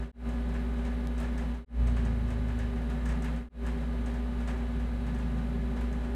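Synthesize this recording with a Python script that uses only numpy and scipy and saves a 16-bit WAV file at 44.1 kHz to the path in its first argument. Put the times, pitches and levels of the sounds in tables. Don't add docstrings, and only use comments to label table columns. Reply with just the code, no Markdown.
import sys
import numpy as np
from scipy import signal
from scipy.fft import rfft, irfft
from scipy.io import wavfile

SR = 44100
rng = np.random.default_rng(int(sys.argv[2]) if len(sys.argv) > 2 else 0)


def unload_audio(sound):
    columns = np.transpose(np.atleast_2d(sound))
    steps = np.round(np.clip(columns, -1, 1) * 32767)
    wavfile.write(sys.argv[1], SR, steps.astype(np.int16))


N = 271215
T = np.arange(N) / SR


def amp(db):
    return 10 ** (np.asarray(db) / 20)


def unit(x):
    return x / np.sqrt(np.mean(x ** 2) + 1e-20)


def noise(shape):
    spectrum = rfft(rng.standard_normal(N))
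    hz = np.fft.rfftfreq(N, 1 / SR)
    return unit(irfft(spectrum * shape(hz), N))


def coloured(points):
    hz, db = np.transpose(points)
    return noise(lambda f: amp(np.interp(np.log(f + 1), np.log(hz), db)))


def drift(rate_hz):
    return noise(lambda f: 1 / (1 + (f / rate_hz) ** 4))


def throb_db(steady_db=-32, waver_db=0.05):
    # top in seconds, gain in dB, rise in seconds, decay in seconds.
    swells = [(1.82, 8.5, 0.11, .27), (3.12, 4, .09, 0.042)]
    db = steady_db + waver_db * drift(5.4)
    for top, gain_db, rise, decay in swells:
        before = ((top - T) / rise) ** 2
        after = (T - top) / decay
        db = db + gain_db * np.exp(-np.where(T < top, before, after))
    return db


def hum(rotor_hz=57.6, waver_turns=0.049, flutter_db=1.5):
    # frequency in Hz, mean RMS level in dB.
    tones = [(157.1, -51.5), (230.5, -51.5), (240.16, -39.5), (256, -55), (400, -55), (506, -63),
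             (540.3, -64), (576, -58), (634.1, -71), (662.6, -63.5), (749.2, -63), (1002.5, -66.5),
             (1211, -63), (1268.5, -73), (1440, -70.5), (1499.3, -65.5), (1672.5, -66), (1730.2, -70),
             (2077, -70), (2998, -74), (3402, -80.5), (3806, -75), (3865, -83), (3920, -75), (4323, -81)]
    out = amp(throb_db()) * np.sin(2 * np.pi * rotor_hz * T)
    for hz, db in tones:
        loose = min(hz / 1200, 1)
        turns = hz * T + rng.random() + waver_turns * loose * drift(3.0)
        level = amp(db + flutter_db * loose * drift(13))
        out = out + level * np.sin(2 * np.pi * turns)
    return np.sqrt(2) * out


def fan(air_db=-42.5, gust_db=0.5):
    # frequency in Hz, relative density in dB per Hz.
    air = [(10, -18), (29, -3.5), (60, 6.5), (95, -5.5), (135, 3.5), (190, 2.5), (270, -2), (325, -13.5),
           (520, -10), (820, -14), (1300, -17), (1900, -18), (3200, -25.5), (4200, -31), (5500, -37.5),
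           (9500, -39), (12000, -44.5), (15000, -48)]
    # frequency in Hz, width in Hz, RMS level in dB.
    duct = [(389, 33, -51.5), (159.3, 7, -50.5), (516, 44, -60), (817, 89, -59.5), (1715, 34, -68),
            (3990, 140, -75)]
    out = amp(air_db + gust_db * drift(42)) * coloured(air)
    for hz, width, db in duct:
        out = out + amp(db) * noise(lambda f: 1 / (1 + ((f - hz) / width * 1.22) ** 2))
    return out


def blows(rows, rise, ring_t60, room_db, room_t60):
    t = T[:SR // 2]
    ring = amp(-60 * t / ring_t60)
    tail = amp(room_db - 60 * t / room_t60)
    power = (1 - np.exp(-t / rise)) ** 2 * (ring ** 2 + tail ** 2)
    total = np.zeros(N)
    for s, db in rows:
        part = total[round(s * SR):][:len(t)]
        part += amp(db) ** 2 * power[:len(part)]
    return np.sqrt(total)


def faint_knocks(count=40, per_s=3, spread_db=3):
    # dull ring in dB, light tick in dB, bright crack in dB.
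    mean_db = np.array((-50, -65.5, -69))
    draws = rng.random((count, 2))
    times = (np.arange(count) + draws[:, 0]) / per_s
    rows = []
    for s, u in zip(times, draws[:, 1]):
        if s < T[-1]:
            rows.append((s, *(mean_db + spread_db * (2 * u - 1))))
    return rows


def clatter():
    # start in seconds, then strengths of dull ring, light tick and bright crack in dB.
    clacks = [(.289, -53, -55.5, -70), (.54, -46.5, -60, -68), (.849, -45.5, -57, -66),
              (1.18, -48, -51.5, -64), (1.2, -43, -62, -52), (1.378, -44, -52.5, -60),
              (1.871, -46, -52, -62), (1.964, -45, -58, -66), (2.049, -46, -55, -68),
              (2.304, -49.5, -54, -68), (2.588, -44.5, -54.5, -59), (2.899, -45.5, -62, -57),
              (3.055, -44.5, -49, -64), (3.089, -42.5, -49, -60), (3.221, -49, -51, -66),
              (3.243, -43.5, -64, -53), (3.361, -49.5, -56, -63), (3.664, -44.5, -53.5, -56),
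              (4.06, -47.5, -52.5, -72), (4.402, -49.5, -59, -69), (4.474, -41.5, -51, -64),
              (4.498, -54, -62, -62), (5.066, -49, -61, -68), (5.147, -53, -58, -72),
              (5.808, -48, -68, -57), (5.927, -52, -57, -70)]
    # frequency in Hz, relative density in dB per Hz.
    tick_colour = [(400, -13), (2500, -36), (4500, -3), (5600, -1), (6500, 5), (7300, -1), (8300, 5.5),
                   (9500, -9.5), (14000, -18)]
    ring_colour = [(200, -18), (600, 7), (1000, 7), (1150, 4), (1550, 3.5), (1700, 10), (1850, 3),
                   (2700, -2.5), (4200, -13), (8500, -19), (14000, -43)]
    crack_colour = [(1000, -8), (3000, -6), (9000, 1), (13000, -3), (16000, -10)]
    s, ring_db, tick_db, crack_db = np.transpose(list(clacks) + faint_knocks())
    ticks = blows(zip(s, tick_db), rise=0.00036, ring_t60=0.038, room_db=-9.0, room_t60=0.23)
    rings = blows(zip(s, ring_db), rise=0.0045, ring_t60=0.1, room_db=-0.5, room_t60=0.45)
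    cracks = blows(zip(s, crack_db), rise=0.00069, ring_t60=0.043, room_db=-11.5, room_t60=0.24)
    knocks = ticks * coloured(tick_colour) + rings * coloured(ring_colour) + cracks * coloured(crack_colour)
    return knocks * unit(amp(1.06 * drift(250)))


def snap(start_s=1.0725, push_db=-27.5, decay_s=.00004, rattle_db=-14, rattle_decay_s=.0005):
    age = np.arange(N) - round(start_s * SR)
    t = abs(age) / SR
    rattle = amp(rattle_db) * np.exp(-t / rattle_decay_s) * rng.standard_normal(N)
    push = amp(push_db) * (age >= 0) * (np.exp(-t / decay_s) + rattle)
    band = signal.butter(3, [1500, 10800], "bandpass", fs=SR, output="sos")
    return signal.sosfilt(band, push)


def boom_level(rise_s=0.091, release_s=0.098, sag_db_per_s=-2.5, idle_db=-52.5):
    # start in seconds, hold in seconds, level at the start in dB.
    loads = [(1.865, 0.8, -36), (3.988, .04, -46), (4.7, 0.55, -46)]
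    level = amp(idle_db)
    for s, hold, db in loads:
        age = T - s
        edges = np.exp(-(np.minimum(age, 0) / rise_s) ** 2 - np.maximum(age - hold, 0) / release_s)
        sagging = amp(db + sag_db_per_s * np.clip(age, 0, hold))
        level = np.maximum(level, edges * sagging)
    return level


def room_lift(hz):
    # frequency in Hz, width in Hz, gain in dB.
    modes = [(157.4, 9.1, 3), (225, 12, 4)]
    return amp(sum(db / (1 + (2 * (hz - mode_hz) / width) ** 2) for mode_hz, width, db in modes))


def engine(rows, jitter=0.0018):
    # multiple of the rate, relative level in dB.
    boom = [(1, -17), (3, -6.5), (4, -3)]
    drone = [(5, -1.5), (6, -5.5), (7, -4.5), (8, -8)]
    s, rate, drone_db = np.transpose(rows)
    speed = np.interp(T, s, rate)
    turns = np.cumsum(speed * (1 + jitter * drift(9.8))) / SR
    present = np.clip(np.minimum(T - s[0], s[-1] - T) / 0.033 + 1, 0, 1)
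    drone_level = amp(np.interp(T, s, drone_db))
    out = np.zeros(N)
    for harmonics, level in ((boom, boom_level()), (drone, drone_level)):
        for k, db in harmonics:
            tone = np.sin(2 * np.pi * (k * turns + rng.random()))
            out += level * amp(db) * room_lift(k * speed) * tone
    return np.sqrt(2) * present * out


def scene():
    # time in seconds, cycle rate in Hz, upper drone level in dB.
    stretches = [
        [(1.66, 30.97, -57), (1.9, 29.36, -56), (2.1, 28.18, -40.5), (2.4, 27.7, -55), (2.76, 26.8, -53),
         (3.22, 31.8, -42.5), (3.5, 32.15, -47)],
        [(3.95, 27.5, -58), (4.15, 27.5, -57), (4.7, 23.6, -56), (5.12, 26.7, -43.5), (5.5, 28.2, -41),
         (5.85, 27.3, -48), (6.15, 26.6, -49)],
    ]
    vehicle = sum(engine(rows) for rows in stretches)
    return (hum() + fan() + clatter() + snap() + vehicle)[None]


def record(dry, cut_s=0.0011, fall_s=0.15, last_db=-21, rise_s=.155, in_curve=1.75):
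    # stop of the sound in seconds, its new start in seconds.
    fades = [(0.116, 0.122), (1.648, 1.658), (3.489, 3.489)]
    gain = np.ones(N)
    for stop, start in fades:
        slide = np.clip(amp(last_db) + (stop - T) / fall_s, 0, 1)
        going = np.clip((stop - T) / cut_s, 0, 1) * slide
        gain *= going + np.clip((T - start) / rise_s, 0, 1) ** in_curve
    low_pass = signal.firwin(151, 15000, window=("kaiser", 9), fs=SR)
    return signal.oaconvolve(dry * gain, low_pass[None], "same")


dry = scene()
out = record(dry)
unload_audio(out)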